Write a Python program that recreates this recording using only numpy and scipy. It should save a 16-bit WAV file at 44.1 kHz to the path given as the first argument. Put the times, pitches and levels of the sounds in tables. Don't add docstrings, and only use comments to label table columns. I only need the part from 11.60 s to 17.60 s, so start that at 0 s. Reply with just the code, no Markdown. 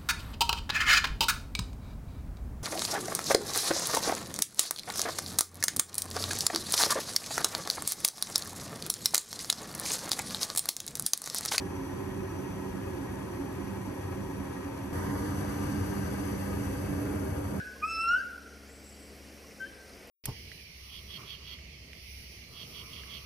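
import sys
import numpy as np
from scipy import signal
from scipy.fft import rfft, irfft
from scipy.io import wavfile
from scipy.ndimage import uniform_filter1d

SR = 44100
rng = np.random.default_rng(int(sys.argv[2]) if len(sys.argv) > 2 else 0)


def unload_audio(sound):
    columns = np.transpose(np.atleast_2d(sound))
    steps = np.round(np.clip(columns, -1, 1) * 32767)
    wavfile.write(sys.argv[1], SR, steps.astype(np.int16))


N = 264600

MOVE_S = 3.329
CENTRED_HZ = 8530
SIDES = np.array([[.5], [-.5]])


def flames(rumble_db, roar_db, response, split_hz=175):
    # frequency in Hz, relative level in dB.
    flame_spectrum = [(20, -13), (32, -27), (50, -6.5), (62, -1.5), (90, -0.5), (150, -2.5), (230, -13),
                      (400, -17), (650, -23.5), (1200, -57)]
    burning = turbulence(flame_spectrum, response)
    rumble = below(burning, split_hz)
    roar = (burning - rumble) / rumble.mean(0).std()
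    surge_db, swell_db = 0.56 * wander(per_s=8.5), 0.5 * wander(per_s=0.47)
    return gain_of(rumble_db + surge_db) * steady(rumble, size=3500) + gain_of(roar_db + swell_db) * roar


def drone(notes, start_s):
    # middle and half length in seconds, rough pitch in Hz, lift in dB.
    timed_lifts = [(0.013, 0.053, 94, 4), (0.225, 0.084, 283, 9.5), (0.703, 0.16, 94, 6),
                   (1.2, 0.29, 283, -5), (1.807, 0.062, 283, 8), (2.2, 0.21, 283, -7),
                   (2.233, 0.051, 196, 11), (2.514, 0.17, 94, 11.5), (3.876, 0.15, 283, 2),
                   (4.223, 0.063, 94, 11), (4.4, 0.67, 196, 4), (4.626, 0.023, 283, 8),
                   (5.315, 0.032, 196, 8.5), (5.376, 0.1, 283, 6), (5.72, 0.05, 94, 8.5),
                   (5.8, 0.073, 196, -13), (5.98, 0.06, 196, 6)]
    since_s, out = seconds_since(start_s), 0
    for hz, db, pan_db, width_hz, fade_db_per_s in notes:
        timed_db = sum(lift_db * hump(middle_s, half_s)
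                       for middle_s, half_s, near_hz, lift_db in timed_lifts
                       if abs(near_hz - hz) < hz / 10)
        level_db = db - fade_db_per_s * since_s + timed_db + wander(per_s=2.6)
        out = out + flow_tone(hz, level_db, pan_db, width_hz, saturation=0.75)
    return out


def draft_fan(level_db, response, shade_db_per_s=1.46):
    # frequency in Hz, relative level in dB.
    fan_spectrum = [(250, -42), (500, -7), (950, 2), (1400, -6.5), (2000, -8.5), (2800, -16), (4200, -26),
                    (7000, -31.5)]
    shade_db = shade_db_per_s * seconds_since(MOVE_S)
    pan_db = 3.5 * hump(middle_s=4.5, half_s=0.88)
    flutter_db = 0.82 * wander(per_s=35)
    rush = steady(turbulence(fan_spectrum, response))
    return gain_of(level_db + flutter_db - shade_db) * swing(rush, pan_db)


def gas_jets(level_db, response, flutter_db=0.5, cover_s=5.23, shade_db_per_s=3):
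    # frequency in Hz, relative level in dB.
    jet_spectrum = [(1500, -13.5), (3000, -4), (4000, -14.5), (6400, -11), (7300, -16.5), (8800, -14.5),
                    (9600, 1.9), (10600, 2), (11550, 2.6), (11950, -3), (12250, -5.5), (13500, -35)]
    shade_db = shade_db_per_s * seconds_since(cover_s)
    flutter = smooth(rng.standard_normal(N), size=700)
    hiss = steady(turbulence(jet_spectrum, response))
    return gain_of(level_db - shade_db + flutter_db * flutter / flutter.std()) * hiss


def whistle():
    # middle and half length in seconds, level in dB.
    spells = [(.13, 0.34, -66.5), (0.82, .18, -66), (4.15, 0.81, -64.5)]
    envelope = sum(gain_of(db) * hump(middle_s, half_s) for middle_s, half_s, db in spells)
    return envelope * flow_tone(hz=5980, level_db=0, pan_db=3, width_hz=210, saturation=0.21)


def booklet_echo(x, extra_path_m=0.36, approach_s=1.98, reflected=0.15, low_hz=380, high_hz=2400):
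    t = clock()
    delay_s = extra_path_m / 343 * np.exp(-(t - MOVE_S) / approach_s)
    midrange = below(x[1], high_hz) - below(x[1], low_hz)
    echo = reflected * (t > MOVE_S) * np.interp(t - delay_s, t, midrange)
    return np.array([x[0], x[1] + echo])


def gap_ring():
    # middle and half length in seconds, pitch in Hz, glide in Hz per
    # second, level in dB, left minus right in dB, width in Hz.
    rings = [(4.198, 0.43, 2840, -150, -66.5, -5, 70), (4.9, 0.14, 1243, -100, -55, 0, 35),
             (5.099, 0.5, 2606, -110, -65.5, 1, 55.3), (5.48, 0.12, 406.5, 0.5, -45.5, -3, 30),
             (5.6, 0.17, 2270, -150, -64, 0, 45), (5.703, 0.61, 926, -0.5, -65, 10, 40),
             (5.85, 0.55, 1413, 0.5, -62, 11, 50), (5.97, 0.12, 400.5, 0, -51, -3, 30)]
    out = 0
    for middle_s, half_s, hz, glide, db, pan_db, width_hz in rings:
        pitch_hz = hz + glide * (clock() - middle_s)
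        out = out + hump(middle_s, half_s) * flow_tone(pitch_hz, db, pan_db, width_hz, saturation=0.13)
    return out


def spot_response(modes, lead, coherence, ripple_db=1.5):
    # frequency in Hz, left minus right in dB.
    balance = [(30, .5), (150, 1.5), (300, -5.9), (600, -.5), (1200, 1), (2200, 1.5), (3500, 3), (5000, 6),
               (7000, 5), (8300, 4)]
    # frequency in Hz, coherence from 0 to 1.
    treble_coherence = [(2600, .78), (3200, .6), (3900, .3), (5400, .35), (5950, .68), (7200, .3),
                        (8300, .38), (8700, .8), (9750, 1), (10450, 1), (11100, .9), (12000, .99)]
    # frequency in Hz, left's lead in radians.
    treble_lead = [(2150, 1.6), (3300, 2.3), (4200, .4), (4800, -2.6), (5400, -2.4), (6100, .1), (6600, .8),
                   (7100, -.2), (7850, .1), (8270, 2.0), (8610, .8), (9300, -2.1), (9750, -3.14),
                   (10400, -3.14), (11370, -5.1), (12000, -6.28)]
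    hz = np.fft.rfftfreq(N, 1 / SR)
    centre_hz, width_hz, lift_db, pan_db = np.transpose(modes)
    peaks = np.exp(-((hz[:, None] - centre_hz) / width_hz) ** 2)
    apart = np.clip((CENTRED_HZ - hz) / 300 + .5, 0, 1)
    level_db = peaks @ lift_db + SIDES * apart * (curve_at(balance, hz) + peaks @ pan_db)
    comb = smooth(rng.standard_normal((2, len(hz))), size=130)
    level_db += ripple_db * apart * comb / comb.std() * hz ** 2 / (hz ** 2 + 600 ** 2)
    phase = SIDES * curve_at(lead + treble_lead, hz)
    return gain_of(level_db) * np.exp(1j * phase), curve_at(coherence + treble_coherence, hz)


def band_swells(x, spells):
    out = x
    for middle_s, half_s, left_db, right_db, low_hz, high_hz in spells:
        lift_db = np.array([[left_db], [right_db]]) * hump(middle_s, half_s)
        band = below(x, high_hz) - below(x, low_hz)
        out = out + (gain_of(lift_db) - 1) * band
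    return out


def turbulence(spectrum, response):
    hz = np.fft.rfftfreq(N, 1 / SR)
    colour, coherence = response
    left, other = rfft(rng.standard_normal((2, N)))
    pair = np.array([left, coherence * left + np.sqrt(1 - coherence ** 2) * other])
    low_hz, high_hz = spectrum[0][0], spectrum[-1][0]
    skirts = 1 / (1 + (hz / high_hz) ** 8) / (1 + (low_hz / (hz + 1)) ** 4)
    return irfft(pair * colour * skirts * gain_of(curve_at(spectrum, hz)), N)


def flow_tone(hz, level_db, pan_db, width_hz, saturation):
    offset_hz = np.fft.fftfreq(N, 1 / SR)
    kicks = rng.standard_normal(N) + 1j * rng.standard_normal(N)
    ring = np.fft.ifft(kicks / (1 + (offset_hz / width_hz) ** 2) ** 2)
    ring = ring / ring.std()
    ring = ring / (0.09 + abs(ring) ** 2) ** (saturation / 2)
    phase = 2 * np.pi * np.cumsum(hz * np.ones(N)) / SR
    tone = (ring * np.exp(1j * phase)).real
    return gain_of(level_db + SIDES * pan_db) * tone / tone.std()


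def swing(x, pan_db):
    low = below(x, CENTRED_HZ)
    return x - low + low * gain_of(SIDES * pan_db)


def below(x, top_hz):
    hz = np.fft.rfftfreq(N, 1 / SR)
    return irfft(rfft(x) / (1 + (hz / top_hz) ** 20), N)


def steady(x, size=5000):
    return x / np.sqrt(smooth(x.mean(0) ** 2, size))


def smooth(x, size):
    return uniform_filter1d(uniform_filter1d(x, size), size)


def wander(per_s):
    drift = below(rng.standard_normal(N), per_s)
    return (drift - drift.mean()) / drift.std()


def hump(middle_s, half_s):
    return np.exp(-((clock() - middle_s) / half_s) ** 2)


def curve_at(points, hz):
    point_hz, value = np.transpose(points)
    return np.interp(np.log(hz + 1), np.log(point_hz + 1), value)


def gain_of(db):
    return 10 ** (np.asarray(db) / 20)


def clock():
    return np.arange(N) / SR


def seconds_since(start_s):
    return np.maximum(clock() - start_s, 0)


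def furnace(modes, lead, coherence, levels, notes, start_s):
    rumble_db, roar_db, fan_db, jets_db = levels
    response = spot_response(modes, lead, coherence)
    burners = flames(rumble_db, roar_db, response) + drone(notes, start_s)
    return burners + draft_fan(fan_db, response) + gas_jets(jets_db, response)


def scene(crossfade_s=0.0031):
    # centre and half width in Hz, lift in dB, left minus right in dB.
    first_modes = [(101.6, 11.7, 4, 0), (167.2, 5.5, 7.5, 2), (199, 12.3, 7, -18), (275.4, 41.4, 16.5, 1),
                   (339.4, 21.6, 9, -6), (383, 37.3, 17, 3), (462.5, 23.7, 15, 8), (528, 32.6, 4.5, 14),
                   (558.5, 28.7, 10, -4.5), (598, 16, 2.5, -11.5), (635, 8.9, 6, 9), (720, 22, 1, 2),
                   (804, 9.8, 8, 6), (892, 18, 9, 3), (978, 38, 4.5, -3.5), (1084, 70, 2.5, -3),
                   (1211, 24, 5, 4), (1285, 32, 4.5, 2), (1405, 18, 2, 2), (1530, 33, 4.5, 2),
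                   (1600, 24, 1, 8), (1674, 29, 9.5, 5.5), (1790, 27, 4.5, -1), (1885, 33, 7.5, 2),
                   (2137, 23, 2.5, 7), (2206, 28, 5, -1), (2300, 56, 5, -1), (2535, 50, 9.5, 1.5),
                   (2760, 65, 5, -2), (3290, 97, 7, 1.5), (3620, 97, 3, 4), (4250, 250, 4.0, -1),
                   (4770, 430, 7.5, -3), (5900, 285, 12.5, 1.8), (6740, 310, 6.5, 3.0), (7730, 450, 10, 2),
                   (8460, 250, 7, 1.3), (9050, 620, 3, 0.1)]
    second_modes = [(99, 41, 4.8, -0.5), (171, 5.3, 2.9, 5), (207.4, 8.5, 7.9, -2), (282.3, 52, 14.6, 2.5),
                    (359, 14, 4, -11.5), (394.2, 30, 16.4, 8), (462, 25.6, 6.3, 17), (499, 33.4, 11.3, 0.5),
                    (554, 29.4, 7.7, 11), (616, 43, 9.8, -5.5), (729, 28, 7.6, -3), (822, 34, 8.9, -1),
                    (929, 16, 7.5, 5), (1010, 52, 6.1, -1), (1100, 25, 3.5, -7), (1185, 57, 6.2, 7),
                    (1295, 77, 7.5, 0.5), (1473, 46, 9, -6.5), (1574, 43, 11.6, 0.5), (1654, 40, 11, 0.5),
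                    (1771, 33, 11.8, -5), (1883, 28, 7.5, -8), (1965, 66, 6, -3), (2080, 44, 4.3, 0),
                    (2250, 90, 9.5, -3.5), (2583, 70, 7.4, -2), (2750, 93, 5.2, -2.5), (3000, 63, 2.1, 0.5),
                    (3400, 170, 1.4, 5), (4430, 290, 7.2, -2.5), (4730, 106, 5.9, 4), (5100, 280, 4, 1.5),
                    (5995, 330, 8.6, 2.5), (6880, 270, 4.8, 1.5), (7800, 350, 9.7, 2), (8480, 260, 7.5, 3),
                    (9200, 700, 1.4, -1)]
    # frequency in Hz, left's lead in radians.
    first_lead = [(140, -.1), (185, -.5), (220, .2), (305, 0), (345, 1.2), (400, 1.2), (480, 3), (505, .3),
                  (580, 2.9), (625, 1), (680, 1), (740, -.5), (950, -.3), (1100, .2), (1190, 1.8),
                  (1260, -.3), (1460, -1.7), (1520, .4), (1850, .2), (2030, -1.7), (2070, 2.1)]
    second_lead = [(140, -.1), (185, -.4), (220, .3), (305, .1), (345, 1.6), (400, 1.6), (455, 2.6),
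                   (475, -2.4), (570, 2.4), (635, .4), (680, 1.3), (760, .7), (880, 1.5), (1030, .2),
                   (1130, -1.7), (1320, -1.1), (1450, .2), (1980, .3)]
    # frequency in Hz, coherence from 0 to 1.
    first_coherence = [(30, .88), (60, .98), (110, .998), (290, .995), (450, .93), (500, .7), (560, .88),
                       (690, .6), (790, .96), (900, .97), (1020, .65), (1250, .5), (1400, .6), (1510, .3),
                       (1680, .7), (1880, .82), (2030, .4)]
    second_coherence = [(30, .88), (60, .99), (110, .998), (290, .99), (390, .94), (460, .7), (600, .4),
                        (660, .8), (800, .82), (920, .25), (1080, .3), (1220, .66), (1350, .25),
                        (1780, .68), (2100, .42), (2420, .55)]
    # gains of rumble, roar, fan and jets in dB.
    levels = [(-43, -44, -47.5, -59), (-38, -38, -44, -53)]
    # pitch in Hz, level in dB, left minus right in dB,
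    # width in Hz, fading in dB per second.
    notes = [
        [(94.75, -48.5, 2, 9.9, 1.5), (194.3, -50, -7, 8.1, 0), (280, -48, -3, 11.8, -0.5),
         (379.4, -48, -10.5, 21, 3)],
        [(93.75, -44, 2, 8.8, 0.7), (198.7, -44.5, -8, 9.7, 0.4), (287.5, -42.5, -5, 12.8, 1.1)],
    ]
    # middle and half length in seconds, left and right
    # lift in dB, lower and upper band edge in Hz.
    spells = [(0.6, .25, -4.5, 3, 440, 520), (2.95, .35, 5, 4, 440, 520), (3.412, 0.2, -3, 3.5, 1480, 2230),
              (3.48, 0.15, 4, 5.5, 900, 1100), (3.55, 0.22, -9, -15, 2290, 2640),
              (3.42, .15, 1, -11, 4360, 6460), (4.151, 0.69, 1.5, 3, 3500, 7450),
              (4.75, 0.22, -1.5, -6, 1400, 1800), (5.0, 0.4, -1, 2, 740, 875),
              (5.7, 0.54, 2.5, 1.5, 560, 800), (5.85, 0.34, 0, -6, 1600, 2000),
              (5.9, 0.47, -0.5, 4, 1120, 1350), (5.9, .45, 0, -3.5, 2590, 7000)]
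    first = furnace(first_modes, first_lead, first_coherence, levels[0], notes[0], start_s=0)
    second = furnace(second_modes, second_lead, second_coherence, levels[1], notes[1], start_s=MOVE_S)
    first = band_swells(first, [row for row in spells if row[0] < MOVE_S])
    second = band_swells(second, [row for row in spells if row[0] >= MOVE_S])
    share = np.clip((clock() - MOVE_S) / crossfade_s + .5, 0, 1)
    both = np.sqrt(1 - share) * first + np.sqrt(share) * second
    return booklet_echo(both) + whistle() + gap_ring()


def record(dry):
    low_pass = signal.firwin(511, 13100, window=("kaiser", 9), fs=SR)
    return signal.oaconvolve(dry, low_pass[None], "same")


dry = scene()
out = record(dry)
unload_audio(out)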